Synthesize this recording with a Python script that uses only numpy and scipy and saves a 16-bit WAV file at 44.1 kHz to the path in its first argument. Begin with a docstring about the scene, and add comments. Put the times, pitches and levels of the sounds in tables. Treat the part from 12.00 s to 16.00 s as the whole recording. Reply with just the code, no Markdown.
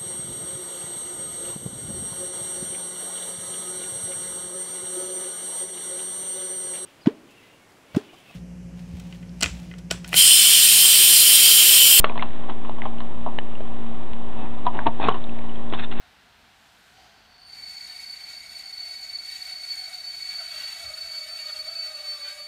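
"""Outdoors at a large rubbish bin, with one narrow-band microphone on the raccoons at its bottom.
Close by, paws scratch, cans and containers knock and ring, bags crinkle and thin plastic snaps.
The bin's walls answer the knocks and snaps with a short hollow echo. Behind it all lie a soft
outdoor hiss and the hum of a distant motor. The loudest knocks clip the input on one side."""
import sys
import numpy as np
from scipy import signal
from scipy.fft import rfft, irfft, next_fast_len
from scipy.io import wavfile

SR = 44100
rng = np.random.default_rng(int(sys.argv[2]) if len(sys.argv) > 2 else 0)


def to_wav(s):
    """Save 16-bit WAV."""
    ch = np.atleast_2d(s).T  # columns
    pcm = np.round(np.clip(ch, -1, 1) * 32767)  # PCM
    wavfile.write(sys.argv[1], SR, pcm.astype(np.int16))


N = 176400
TIME = np.arange(N) / SR
AGE = TIME[:SR // 4]   # seconds since a strike
MIC_TOP_HZ = 4300

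# Spectrum of the open air: frequency_hz, relative_db
AIR_SPECTRUM = [(20, -0.5), (42, -2), (60, 9), (80, 5), (140, 0), (350, -3), (490, -8), (780, -4),
                (1100, -5.5), (1400, -17.5), (1850, -20), (2300, -19.5), (3100, -18), (3800, -21.5),
                (4300, -39)]
# Tones of the distant motor, before its swell: pitch_hz, level_db
MOTOR_TONES = [(113, -54.5), (231.6, -40.5), (290, -54), (353, -52), (404.5, -55), (452, -62),
               (521.5, -59.5), (587, -55), (645.5, -55.5), (753.5, -55), (1820, -68), (1879, -63)]
# Slow swell of the whole hum: time_s, gain_db
MOTOR_SWELL = [(0, -1.5), (.8, 0), (1.6, -0.5), (2.4, 0.5), (3.2, 1.5), (4, 1)]
# Faint scratching in the bin: time_s, level_db
PAW_LEVEL = [(0, -48), (.5, -54), (1.0, -63), (1.8, -58), (2.5, -59), (3.2, -53.5), (4, -59.5)]
# Spectrum of crinkling bags and scratching paws: frequency_hz, relative_db
CRINKLE_SPECTRUM = [(300, -8), (900, 2.5), (1400, 4), (1800, 4.5), (2200, 0), (2700, 0.5), (3100, -0.5),
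                    (3600, 3.5), (4300, -9.5)]
# Knocks on cans and containers, each part's level before its own trim:
# start_s, ring_db, ring_hz, ring_t60_s, contact_s, crack_db, thud_db, thud_hz, echo_send_db
KNOCKS = [(0.0433, -2.5, 1135, 0.012, 0.00031, -3.5, -9.5, 605, -6.5),
          (0.0977, -16, 910, 0.0088, 0.00071, -31, -26.5, 493, 2.5),
          (.157, -20, 950, 0.028, 0.00044, -34, -36, 522, 0),
          (.177, -19, 835, 0.018, 0.00073, -23, -51, 409, -6),
          (.2232, -11.5, 1019, 0.022, 0.0014, -16.5, -37, 540, -10),
          (.435, -30.5, 1000, 0.029, .001, -39, -40, 400, -1),
          (.496, -23.5, 1050, 0.027, 0.00079, -26, -41, 380, -3.5),
          (.648, -28.5, 1047, 0.028, .001, -35, -41, 405, -3),
          (.695, -14, 807, 0.0049, 0.0011, -27, -28, 350, -6.5),
          (0.7846, -25, 915, .016, .0005, -34, -55, 404, -9),
          (.855, -18.5, 1020, 0.04, 0.00034, -32.5, -25, 400, -5),
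          (0.8591, -18, 844, 0.029, 0.00069, -39.5, -48, 400, -9.5),
          (1.004, -24, 980, 0.022, 0.00044, -27.5, -43, 400, -2),
          (1.2632, -11.5, 830, 0.0053, 0.001, -32.5, -18.5, 326, 3),
          (1.386, -16, 800, 0.011, 0.0006, -22, -33.5, 666, -23),
          (1.6058, -21.5, 556, .018, .0008, -34.5, -39, 414, -12.5),
          (2.6645, -9, 988, 0.047, 0.0028, -28.5, -29, 372, -4.5),
          (2.79, -11, 904, 0.01, 0.00058, -30, -25.5, 335, -4.5),
          (2.8639, -5, 917.6, 0.023, 0.0055, -20, -16, 317, -10),
          (2.998, -14, 817, 0.02, 0.0017, -34, -21.5, 362, -12),
          (3.0842, -5.5, 1109, 0.018, 0.003, -16.5, -12.5, 423, -5.5),
          (3.1433, -19, 1008, 0.021, .0005, -26.5, -24.5, 370, 3.5),
          (3.7255, -22, 670, 0.0085, 0.00049, -22, -20, 330, -21),
          (3.7351, -19, 1055, .015, 0.00075, -20.5, -23.5, 330, -4)]
# Modes of a knocked container: pitch_ratio, relative_db
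CONTAINER_MODES = [(1, -4), (.76, -9.5), (1.22, -14.5)]
# Spectrum of the crack in a knock or snap: frequency_hz, relative_db
CRACK_SPECTRUM = [(300, -12.5), (1000, -8), (1700, 4), (2300, -4), (3000, 3), (4300, -11)]
# Pushes and pulls on a bag: start_s, rise_s, fall_s, crinkle_db, shifting_db, sheet_hz
BAG_PUSHES = [(.045, 0.02, 0.075, -41, -43.5, 3300), (0.164, 0.057, 0.073, -41.5, -33.5, 2680),
              (0.476, 0.02, 0.042, -46.5, -32, 3340), (.61, 0.062, 0.086, -53.5, -45.5, 2830),
              (.815, 0.011, 0.084, -45, -37.5, 2240), (2.25, .18, .1, -49.5, -37.5, 2600),
              (2.646, 0.014, 0.04, -48.5, -32, 3270), (2.72, 0.03, 0.17, -45.5, -32.5, 2900),
              (2.853, 0.018, 0.022, -38.5, -21, 2560), (2.995, 0.048, 0.06, -29.5, -23, 2560),
              (3.06, 0.029, 0.072, -38, -26.5, 1400), (3.713, 0.026, 0.044, -37, -35.5, 3490),
              (3.772, .025, 0.031, -33, -48, 2620), (3.812, 0.026, 0.027, -34, -60, 3620),
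              (3.907, 0.014, 0.024, -35, -45, 2790), (3.929, 0.061, .08, -41, -40, 2660)]
# Spectrum of rubbish shifting under a bag: frequency_hz, relative_db
SHIFTING_SPECTRUM = [(60, -5.5), (150, 4), (400, 1), (550, -6), (800, 7), (1100, -1.5), (1450, -14),
                     (2500, -18), (4300, -58)]
# Snaps of thin plastic: start_s, level_db, pitch_hz, t60_s
SNAPS = [(0.0459, -12.5, 2860, 0.0073), (0.0963, -24, 2450, 0.015), (.1775, -30.5, 3570, 0.02),
         (0.1946, -21.5, 2090, 0.024), (.207, -32.5, 2300, .015), (.2238, -22.5, 2870, 0.0069),
         (0.8194, -20, 2035, 0.011), (.985, -32, 2950, 0.0061), (1.387, -18.5, 1770, 0.011),
         (1.3878, -17.5, 2956, .009), (1.553, -37.5, 2800, .03), (2.134, -26, 2900, 0.002),
         (2.667, -25, 3650, 0.0073), (2.791, -14, 1580, 0.0074), (3.045, -22.5, 2550, 0.016),
         (3.092, -20, 2920, .016), (3.124, -31.5, 3050, 0.025), (3.241, -31, 3650, 0.011),
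         (3.294, -34.5, 2650, .015), (3.3904, -29, 2233, 0.0041), (3.494, -38, 2930, 0.044),
         (3.558, -35, 3200, 0.012), (3.701, -35.5, 3390, 0.012), (3.916, -30, 3180, .012)]
# First reflections off the bin's walls: delay_s, gain
WALL_REFLECTIONS = [(.0046, 0.45), (.0071, -0.053), (0.0113, 0.3)]
# Spectrum of the bin's hollow tail: frequency_hz, relative_db
BIN_SPECTRUM = [(100, -19), (300, 3), (1100, 5.5), (1700, -5), (4300, -9)]


def from_db(db):
    """Decibels to gain."""
    return 10 ** (np.asarray(db) / 20)


def rms_one(x):
    """Scale to an rms of 1."""
    return x / np.sqrt(np.mean(x ** 2) + 1e-20)


def level_curve(rows):
    """Gain over time from rows of time_s, level_db."""
    return from_db(np.interp(TIME, *np.transpose(rows)))


def colour(x, spectrum):
    """Minimum-phase filter that follows a spectrum and rolls off above the microphone's band."""
    size = next_fast_len(2 * len(x))
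    hz, db = np.transpose(spectrum)
    grid_hz = np.fft.rfftfreq(size, 1 / SR) + 1
    gain = from_db(np.interp(np.log(grid_hz), np.log(hz), db))
    gain /= 1 + (grid_hz / MIC_TOP_HZ / 2) ** 4
    cepstrum = irfft(np.log(gain), size)
    cepstrum[1:size // 2] *= 2   # folded forward, so nothing sounds ahead of a click
    cepstrum[size // 2 + 1:] = 0
    return irfft(rfft(x, size) * np.exp(rfft(cepstrum)), size)[:len(x)]


def noise(spectrum, size):
    """Coloured noise of rms 1."""
    return rms_one(colour(rng.standard_normal(size), spectrum))


def drift(rate_hz):
    """Slow random wander of rms 1."""
    pole = np.exp(-2 * np.pi * rate_hz / SR)
    wander = signal.lfilter([1], [1, -2 * pole, pole * pole], rng.standard_normal(N + SR))
    return rms_one(wander[SR:])


def grains(spectrum, per_s, spread_db):
    """Coloured random clicks of uneven size, rms 1."""
    sizes = from_db(spread_db * np.minimum(rng.exponential(1, N), 4))
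    signs = rng.choice([-1, 1], N)
    fires = rng.random(N) < per_s / SR
    return rms_one(colour(sizes * signs * fires, spectrum))


def envelope(rise_s, t60_s):
    """A quick rise and an exponential decay, peak 1."""
    shape = (1 - np.exp(-(AGE / rise_s) ** 2)) * from_db(-60 * AGE / t60_s)
    return shape / shape.max()


def ring(hz, rise_s, t60_s):
    """One struck mode."""
    return np.sin(2 * np.pi * hz * AGE) * envelope(rise_s, t60_s)


def crack(rise_s, t60_s):
    """The burst of noise in a knock or snap."""
    return noise(CRACK_SPECTRUM, len(AGE)) * envelope(rise_s, t60_s)


def add(track, start_s, sound):
    """Mix a sound into a track at start_s."""
    part = track[max(int(start_s * SR), 0):][:len(sound)]
    part += sound[:len(part)]


def outdoor_hiss(level_db=-40, flicker_db=0.08):
    """The open air around the bin: a soft, almost steady hiss."""
    return from_db(level_db + flicker_db * drift(rate_hz=2.7)) * noise(AIR_SPECTRUM, N)


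def distant_motor(waver_db=1.5, waver_hz=0.88):
    """A motor hums far off, each tone wavering slightly in level and pitch."""
    hum = np.zeros(N)
    for pitch_hz, level_db in MOTOR_TONES:
        amplitude = np.sqrt(2) * from_db(level_db + waver_db * drift(rate_hz=4.9))
        cycles = np.cumsum(pitch_hz + waver_hz * drift(rate_hz=3.88)) / SR
        hum += amplitude * np.sin(2 * np.pi * cycles)
    return level_curve(MOTOR_SWELL) * hum


def paw_scratches():
    """Paws scratch at the bottom of the bin in a faint run of ticks."""
    return level_curve(PAW_LEVEL) * grains(CRINKLE_SPECTRUM, per_s=130, spread_db=1)


def container_knocks(crack_trim_db=-7.5, floor_trim_db=-26, heavy_contact_s=0.0027):
    """Struck rubbish rings, cracks and thuds; returns the direct sound and what reaches the walls."""
    direct, to_walls = np.zeros((2, N))
    for start_s, ring_db, ring_hz, t60_s, contact_s, crack_db, thud_db, thud_hz, send_db in KNOCKS:
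        hit = np.zeros(len(AGE))
        for sign, (ratio, mode_db) in zip((1, 1, -1), CONTAINER_MODES):
            hit += sign * from_db(ring_db + mode_db) * ring(ring_hz * ratio, contact_s, t60_s)
        hit += from_db(crack_db + crack_trim_db) * crack(contact_s, 1.3 * t60_s)
        hit += from_db(thud_db) * ring(thud_hz, contact_s, t60_s=0.012)
        # The bin floor booms under long, heavy contacts.
        boom_gain = from_db(ring_db + floor_trim_db) * contact_s / heavy_contact_s
        hit += boom_gain * ring(hz=141.8, rise_s=contact_s, t60_s=0.1)
        add(direct, start_s, hit)
        add(to_walls, start_s, from_db(send_db) * hit)
    return direct, to_walls


def bag_rustles(sheet_db=-9.5, sheet_width_hz=80):
    """A pushed bag crinkles, its flexing sheet rings at one pitch and the rubbish under it shifts."""
    crinkle = grains(CRINKLE_SPECTRUM, per_s=1200, spread_db=-4.5)
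    shifting = grains(SHIFTING_SPECTRUM, per_s=1200, spread_db=-4.5)
    out = np.zeros(N)
    for start_s, rise_s, fall_s, crinkle_db, shifting_db, sheet_hz in BAG_PUSHES:
        push = np.interp(TIME, [start_s, start_s + rise_s, start_s + rise_s + fall_s], [0, 1, 0])
        resonance = signal.iirpeak(sheet_hz, sheet_hz / sheet_width_hz, fs=SR)
        sheet = rms_one(signal.lfilter(*resonance, crinkle))
        bag = rms_one(crinkle + from_db(sheet_db) * sheet)
        out += push * (from_db(crinkle_db) * bag + from_db(shifting_db) * shifting)
    return out


def plastic_snaps(rise_s=0.00013, crack_db=-15.5):
    """A crease in thin plastic pops over and rings briefly at a high pitch."""
    out = np.zeros(N)
    for start_s, level_db, pitch_hz, t60_s in SNAPS:
        snap = ring(pitch_hz, rise_s, t60_s) + from_db(crack_db) * crack(rise_s, t60_s)
        add(out, start_s, from_db(level_db) * snap)
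    return out


def bin_echo(x, tail_db=-4):
    """The bin's close walls return a few reflections, then a short diffuse tail."""
    tail = noise(BIN_SPECTRUM, len(AGE)) * envelope(rise_s=0.0027, t60_s=0.13)
    in_band_gain = np.sqrt(np.sum(tail ** 2) * SR / MIC_TOP_HZ)
    response = from_db(tail_db) * tail / in_band_gain
    for delay_s, gain in WALL_REFLECTIONS:
        response[int(delay_s * SR)] += gain
    return signal.fftconvolve(x, response)[:N]


def low_pass(x, hz):
    """Steep treble cut."""
    taps = signal.firwin(201, hz, window=("kaiser", 7), fs=SR)
    return signal.fftconvolve(x, taps[None], mode="same")


def scene(snap_send_db=-14.5):
    """What reaches the microphone, in mono: the bin in front, air and motor behind."""
    behind = outdoor_hiss() + distant_motor()
    scratches = paw_scratches()
    knocks, knocks_to_walls = container_knocks()
    rustles = bag_rustles()
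    snaps = plastic_snaps()
    echo = bin_echo(knocks_to_walls + from_db(snap_send_db) * snaps)
    return (behind + scratches + knocks + rustles + snaps + echo)[None]


def record(dry, offset=-0.242, clip_level=0.713):
    """A narrow-band microphone into an off-centre input: loud knocks clip on one side, thin and bright."""
    microphone = low_pass(dry, MIC_TOP_HZ)
    swing = np.clip(microphone + offset, -clip_level, clip_level) - offset
    return offset + low_pass(swing, hz=16000)


dry = scene()
out = record(dry)
to_wav(out)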